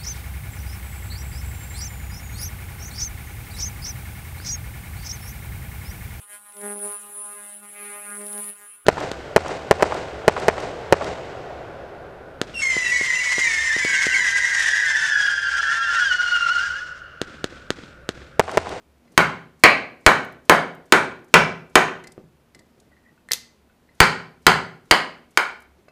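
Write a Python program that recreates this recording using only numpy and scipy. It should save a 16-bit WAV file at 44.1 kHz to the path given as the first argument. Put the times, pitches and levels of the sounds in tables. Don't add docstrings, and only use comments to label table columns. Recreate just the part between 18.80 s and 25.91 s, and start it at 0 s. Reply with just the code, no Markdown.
import sys
import numpy as np
from scipy import signal
from scipy.fft import rfft, irfft
from scipy.io import wavfile

SR = 44100
rng = np.random.default_rng(int(sys.argv[2]) if len(sys.argv) > 2 else 0)


def store_wav(level_fs):
    pcm = np.round(np.clip(np.atleast_2d(level_fs), -1, 1) * 32767)
    wavfile.write(sys.argv[1], SR, pcm.T.astype(np.int16))


def linear_from_db(decibels):
    return 10 ** (np.asarray(decibels, float) / 20)


N = 313551


def at_hz(points_hz, values, hz):
    return np.interp(np.log(hz), np.log(points_hz), values)


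def bell(hz, centre_hz, width_oct):
    return np.exp(-.5 * (np.log2(hz / centre_hz) / width_oct) ** 2)


def clicks(times_s, sizes):
    out = np.full(N, 1e-18)
    np.add.at(out, np.round(np.array(times_s) * SR).astype(int), sizes)
    return out


def dying(times_s, sizes, tau_s):
    return signal.lfilter([1], [1, -np.exp(-1 / (tau_s * SR))], clicks(times_s, sizes))


def rising(times_s, sizes, tau_s):
    return dying(N / SR - times_s, sizes, tau_s)[::-1]


def ring(x, hz, t60_s):
    radius = linear_from_db(-60 / (t60_s * SR))
    angle = 2 * np.pi * hz / SR
    return signal.lfilter([0, np.sin(angle)], [1, -2 * radius * np.cos(angle), radius * radius], x)


def band(x, low_hz, high_hz):
    sos = signal.butter(2, [low_hz, min(high_hz, .45 * SR)], "band", fs=SR, output="sos")
    y = signal.sosfilt(sos, x)
    return y / np.sqrt(np.mean(y ** 2))


# (time [s], strength [dB], pitch favoured by the gripped blade [Hz], its boost [dB],
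# low pulse from lopsided overload of the microphone input, rms over 30 ms [dB])
BATON_BLOWS = [(0.377, -1.5, 2400, 2.5, -36.5), (0.837, 1.5, 2200, 12.5, -35), (1.2634, 2, 2100, 2, -14.5),
               (1.696, 2, 3500, -2.5, -29.5), (2.1228, 1, 4140, 2, -33), (2.5401, 2, 2630, 10, -31),
               (2.9549, 1, 3100, 3, -26), (5.2029, 1.5, 4677, 2.5, -15.5), (5.6666, 1, 4800, 1, -27),
               (6.1109, -1, 2968, 3.5, -26.5), (6.5736, -8, 1450, 4.5, -52.5)]


def blows(responses):
    out = np.zeros(N + SR)
    for row, response in zip(BATON_BLOWS, responses):
        sound = signal.fftconvolve(thin_bass(blow(row), pulse_db=row[-1]), response)
        start = round(row[0] * SR)
        out[start:start + len(sound)] += sound
    return out[:N]


# (nominal frequency [Hz], relative level [dB], t60 before damping [s])
STRUCK_MODES = [(162, -18, 0.034), (241, -5.5, 0.0089), (353, -7.5, 0.045), (456, 0, 0.01),
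                (778, -0.5, .012), (1031, -3, 0.025), (1223, -4, 0.021), (1455, 0.5, 0.015),
                (1747, -1, 0.016), (1920, -5, 0.036), (2252, 1.5, .017), (3100, -16, 0.068),
                (4010, -13.5, 0.02), (4600, -14.5, 0.014), (6540, -16.5, 0.029), (7060, -22.5, 0.014),
                (8700, -16.5, 0.0057)]
DAMPING_TAU_S = .02


def blow(row):
    detune, uneven = rng.standard_normal((2, len(STRUCK_MODES)))
    click = np.r_[1, np.zeros(SR // 10 - 1)]
    body = np.zeros(len(click))
    for k, (hz, level_db, t60_s) in enumerate(STRUCK_MODES):
        size = (-1) ** k * linear_from_db(level_db + colour(row, hz) + 1.2 * uneven[k])
        body += size * ring(click, hz * (1 + 0.02 * detune[k]), t60_s)
    body, fibres = rfft(body), crack(row, size=len(click))
    strength = np.hypot(np.abs(body), np.abs(fibres))
    sound = irfft(strength * np.exp(1j * np.angle(body + fibres)), len(click))
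    return sound * np.exp(-np.arange(len(click)) / (DAMPING_TAU_S * SR))


# (frequency [Hz], relative level [dB])
CRACK_COLOUR = [(100, -19.5), (300, -2.5), (1000, -2.5), (2300, -0.5), (3000, -1.5), (5000, -10),
                (8000, -14.5), (16000, -29)]
CRACK_GAIN_DB, CRACK_TAU_S = 26.5, 0.0032


def crack(row, size):
    crack_hz, crack_db = np.transpose(CRACK_COLOUR)
    burst = rfft(rng.standard_normal(size) * np.exp(-np.arange(size) / (CRACK_TAU_S * SR)))
    hz = np.maximum(np.fft.rfftfreq(size, 1 / SR), 1)
    tone = linear_from_db(CRACK_GAIN_DB + at_hz(crack_hz, crack_db, hz) + colour(row, hz))
    return tone * burst / np.abs(burst)


# (frequency [Hz], gain [dB])
WHOLE_BOARD_COLOUR = [(180, 6.5), (430, 5), (950, 5.5), (1450, 7), (2200, 1), (3100, 2), (4900, 1),
                      (8000, 4), (14000, 3)]
# (frequency [Hz], gain [dB])
HALF_BOARD_COLOUR = [(180, 2), (430, 1.5), (950, 5), (1450, 6.8), (2300, 2), (3000, 5), (3500, 1.3),
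                     (4850, 12), (5500, 0.67), (7700, 7), (14000, 6)]
SPLIT_S = 4.5
UPPER_RATIO_WHOLE, UPPER_RATIO_HALF = 2.0, 1.6
BLADE_WIDTH_OCT, UPPER_BOOST_SHARE = .14, .9


def colour(row, hz):
    time_s, strength_db, blade_hz, boost_db, _ = row
    board, ratio = WHOLE_BOARD_COLOUR, UPPER_RATIO_WHOLE
    if time_s >= SPLIT_S:
        board, ratio = HALF_BOARD_COLOUR, UPPER_RATIO_HALF
    lower = bell(hz, blade_hz, BLADE_WIDTH_OCT)
    upper = UPPER_BOOST_SHARE * bell(hz, ratio * blade_hz, BLADE_WIDTH_OCT)
    return strength_db + at_hz(*np.transpose(board), hz) + boost_db * (lower + upper)


WEAK_PULSE_DB, BASS_OCT_PER_DB, BASS_HZ = -39.5, .22, 45


def thin_bass(sound, pulse_db):
    cut_hz = BASS_HZ * 2 ** (BASS_OCT_PER_DB * max(WEAK_PULSE_DB - pulse_db, 0))
    return signal.sosfilt(signal.butter(3, cut_hz, "high", fs=SR, output="sos"), sound)


PULSE_S, PULSE_LAG_S = .008, .002


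def overload_pulse():
    rows = np.array(BATON_BLOWS)
    hump = np.hanning(round(PULSE_S * SR))
    hump /= -np.sqrt(np.sum(hump ** 2) / (.03 * SR))
    return signal.fftconvolve(clicks(rows[:, 0] + PULSE_LAG_S, linear_from_db(rows[:, -1])), hump)[:N]


SWISH_DB, SWISH_TAU_S = -62, 0.035


def swish():
    times_s = np.array(BATON_BLOWS)[:, 0]
    return rising(times_s, linear_from_db(SWISH_DB), SWISH_TAU_S) * band(rng.standard_normal(N), 300, 7000)


# (time [s], level before high-pass [dB], centre frequency [Hz])
FIBRE_SNAPS = [(4.4878, -35, 8500), (4.5058, -40, 8500), (4.5105, -24, 3500), (4.514, -22, 3500),
               (4.5186, 2, 4600), (4.5342, -1, 6500)]


def tearing():
    rings = sum(ring(clicks([s], linear_from_db(db)), hz, 0.0025) for s, db, hz in FIBRE_SNAPS)
    snaps = signal.lfilter(*signal.butter(2, 1500, "high", fs=SR), rings)
    s, db, _ = np.transpose(FIBRE_SNAPS)
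    noise = rng.standard_normal((2, N))
    spray_envelope = dying(s, linear_from_db(db - 12), .0005) + dying(s, linear_from_db(db - 26.5), 0.0087)
    spray = spray_envelope * band(noise[0], 2600, 15000)
    woody = dying(s, linear_from_db(db - 27), .008) * band(noise[1], 3400, 4150)
    return snaps + spray + woody


# (time [s], strike level [dB], pitch of the modes struck most [Hz])
LIGHT_KNOCKS = [(0.279, -51.5, 2250), (3.084, -20, 1150), (3.244, -38.5, 2040), (3.271, -37, 2210),
                (3.29, -43, 197), (3.379, -22, 433), (3.387, -36.5, 200), (3.44, -39, 169),
                (3.748, -41.5, 2120), (3.756, -46, 704), (3.791, -51.5, 1957), (4.117, -46, 680),
                (4.167, -53, 1900), (4.378, -50.5, 1496), (4.488, -33.5, 1870), (4.511, -19.5, 1920),
                (4.513, -28, 510), (4.519, -27.5, 2580), (4.5342, -28.5, 2060), (4.898, -50.5, 1500),
                (4.923, -56.5, 1480), (5.09, -51, 2058), (7.083, -36, 643), (7.085, -42.5, 2360)]
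# (frequency [Hz], relative level before low-pass [dB], t60 [s])
LOOSE_MODES = [(165, 0, .04), (200, 0, .035), (395, 0, .018), (510, -2, .03), (640, -2, .015),
               (1170, 0, .015), (1480, -2, .045), (1850, 0, .035), (2040, -1, .07), (2260, -6, .02),
               (2620, -4, .12), (3100, -10, .05), (4150, -3, .07), (4930, -5, .06)]
KNOCK_WIDTH_OCT, KNOCK_OCTAVE_DB, KNOCK_REACH_DB = .12, -8, -40


def handling():
    s, db, centre_hz = np.transpose(LIGHT_KNOCKS)
    out = np.zeros(N)
    for hz, level_db, t60_s in LOOSE_MODES:
        near = bell(hz, centre_hz, KNOCK_WIDTH_OCT)
        octave = linear_from_db(KNOCK_OCTAVE_DB) * bell(hz, 2 * centre_hz, 2 * KNOCK_WIDTH_OCT)
        sizes = linear_from_db(db + level_db) * (near + octave + linear_from_db(KNOCK_REACH_DB))
        out += ring(clicks(s, sizes), hz, t60_s)
    return signal.lfilter(*signal.butter(1, 3000, fs=SR), out)


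# (time [s], level [dB], centre frequency [Hz])
DRY_BRUSHES = [(1.446, -51.5, 11500), (1.522, -58.5, 10200), (1.948, -57.5, 9200), (2.443, -62, 8570),
               (3.238, -49, 5400), (3.271, -42.5, 5350), (3.319, -50, 6100), (3.747, -49, 5200),
               (3.791, -52.5, 5700), (3.999, -55, 5900), (6.802, -58, 9000), (6.82, -57, 7720),
               (7.083, -66, 5450)]
BRUSH_PEAK_S = .0025
SLEEVE_LEAD_S, SLEEVE_DB, SLEEVE_HZ, SLEEVE_PEAK_S = 0.057, -64.5, 7000, .005
SLEEVE_SPREAD_S, SLEEVE_SPREAD_DB = .008, 3


def brushes():
    rows = [(s, db, BRUSH_PEAK_S, hz) for s, db, hz in DRY_BRUSHES]
    chance = rng.standard_normal((len(BATON_BLOWS), 2)) * [SLEEVE_SPREAD_S, SLEEVE_SPREAD_DB]
    for row, (shift_s, shift_db) in zip(BATON_BLOWS, chance):
        rows.append((row[0] - SLEEVE_LEAD_S + shift_s, SLEEVE_DB + shift_db, SLEEVE_PEAK_S, SLEEVE_HZ))
    out, t = np.zeros(N), np.arange(SR // 10) / SR
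    for s, db, peak_s, hz in rows:
        hiss = band(rng.standard_normal(len(t)), hz / 1.6, hz * 1.6)
        stroke = linear_from_db(db) * t / peak_s * np.exp(1 - t / peak_s) * hiss
        start = round(s * SR)
        out[start:start + len(t)] += stroke[:N - start]
    return out


# (time [s], level before clumping [dB])
MOVEMENT = [
    [(0.0, -59), (0.1, -80), (0.2, -68), (0.35, -53)],
    [(3.4, -55), (3.51, -82), (3.726, -83), (3.756, -51.5), (3.9, -69), (4.02, -58.5), (4.182, -71),
     (4.326, -65), (4.47, -86)],
    [(4.7, -80), (4.824, -89), (4.954, -71), (5.094, -65), (5.17, -71)],
    [(6.9, -81), (7.008, -56.5), (7.07, -76)],
]
# (time of the peak [s], level before clumping [dB])
BOARD_CREAKS = [(3.795, -65), (4.12, -64), (4.17, -65), (4.255, -52.5), (4.69, -78), (5.09, -65)]
CREAK_RISE_TAU_S, CREAK_FALL_TAU_S = 0.0071, .03
RUSTLE_DB, RUSTLE_FOLLOWS = -80.5, .5


def shuffle():
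    move_db = in_time(MOVEMENT)
    clumps = linear_from_db(3.0 * band(rng.standard_normal((3, N)), 4, 40))
    grains = rng.standard_normal((3, N)) * clumps
    s, db = np.transpose(BOARD_CREAKS)
    swell = dying(s, linear_from_db(db), CREAK_FALL_TAU_S) + rising(s, linear_from_db(db), CREAK_RISE_TAU_S)
    dull = linear_from_db(move_db) * band(grains[0], 100, 450)
    bright = linear_from_db(RUSTLE_DB + RUSTLE_FOLLOWS * (move_db + 67)) * band(grains[1], 1200, 6400)
    return dull + bright + swell * band(grains[2], 1860, 1990)


def in_time(tables, silent_db=-100):
    rows = []
    for table in tables:
        rows += [(table[0][0] - .05, silent_db), *table, (table[-1][0] + 0.0233, silent_db)]
    s, db = np.transpose(rows)
    return np.interp(np.arange(N) / SR, s, db)


# (delay [s], level before low-pass [dB])
FIRST_ECHOES = [(.0016, -20), (.008, -14), (.0125, -7), (.019, -10), (.026, -9), (.034, -15), (.052, -16)]
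# (frequency [Hz], t60 [s], relative level [dB])
REVERBERATION = [(50.3, 0.18, -6), (119, 0.64, 0.5), (378, 0.65, -13), (890, 0.4, -4), (2370, 0.41, -7),
                 (6500, 0.36, -11), (13900, 0.2, -9)]
# (frequency [Hz], level [dB], t60 [s])
STANDING_WAVES = [(74.5, -62, 0.49), (158.1, -54, .5), (163.8, -56.5, 0.72), (276, -60.5, 0.48),
                  (382, -64, .6)]
ECHO_CUT_HZ = 850
ROOM_RISE_TAU_S = .006
ALIKE_BELOW_HZ = 600


def room(count):
    t = np.arange(int(.8 * SR)) / SR
    table_hz, table_t60_s, table_db = np.transpose(REVERBERATION)
    echoes = np.zeros(len(t))
    for lag_s, db in FIRST_ECHOES:
        echoes[round(lag_s * SR)] += linear_from_db(db)
    echoes = signal.lfilter(*signal.butter(1, ECHO_CUT_HZ, fs=SR), echoes)
    echoes[0] = 1
    responses = np.tile(echoes, (count, 1))
    edges_hz = 35 * 2 ** np.arange(0, 9.1, .5)
    white = rng.standard_normal((2, count, len(t)))
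    for k, (low_hz, high_hz) in enumerate(zip(edges_hz, edges_hz[1:])):
        hz = np.sqrt(low_hz * high_hz)
        share = np.sqrt((high_hz - low_hz) / (SR / 2) / (.02 * SR))
        fall = linear_from_db(at_hz(table_hz, table_db, hz) - 60 * t / at_hz(table_hz, table_t60_s, hz))
        envelope = share * fall * (1 - np.exp(-t / ROOM_RISE_TAU_S))
        noise = white[k % 2, :1] if hz < ALIKE_BELOW_HZ else white[k % 2]
        responses += envelope * band(noise, low_hz, high_hz)
    for k, (hz, db, t60_s) in enumerate(STANDING_WAVES):
        responses += (-1) ** k * linear_from_db(db - 60 * t / t60_s) * np.sin(2 * np.pi * hz * t)
    return responses


# (frequency [Hz], relative level [dB per Hz])
AIR_COLOUR = [(15, -8.5), (30, -3), (102, -3.5), (180, -1), (249, -2.5), (695, -10.5), (2410, -19.5),
              (6000, -28), (16000, -31)]
AIR_RMS_DB = -61
# (frequency [Hz], rms level [dB])
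MACHINE_HUM = [(71, -66.5), (238, -69.5)]


def air():
    hz = np.maximum(np.fft.rfftfreq(N, 1 / SR), 1)
    noise = irfft(rfft(rng.standard_normal(N)) * linear_from_db(at_hz(*np.transpose(AIR_COLOUR), hz)), N)
    hum = sum(linear_from_db(db) * band(rng.standard_normal(N), f - 3, f + 3) for f, db in MACHINE_HUM)
    return linear_from_db(AIR_RMS_DB) * noise / np.sqrt(np.mean(noise ** 2)) + hum


HANDS_ROOM_DB = -5


def scene():
    *at_blows, at_hands = room(count=len(BATON_BLOWS) + 1)
    at_hands = np.r_[at_hands[0], linear_from_db(HANDS_ROOM_DB) * at_hands[1:]]
    hands = signal.fftconvolve(tearing() + handling() + brushes(), at_hands)[:N]
    return (blows(at_blows) + overload_pulse() + swish() + hands + shuffle() + air())[None]


def band_limit(x):
    return signal.sosfilt(signal.butter(12, 16440, fs=SR, output="sos"), x)


MIC_LOW_HZ = 31.4
TOP_HZ = 15800


def record(dry):
    cut = signal.sosfilt(signal.butter(1, MIC_LOW_HZ, "high", fs=SR, output="sos"), dry)
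    cut = signal.sosfilt(signal.cheby2(10, 40, TOP_HZ, fs=SR, output="sos"), cut)
    mix = np.clip(cut, -1, 1)
    return band_limit(mix)


dry = scene()
out = record(dry)
store_wav(out)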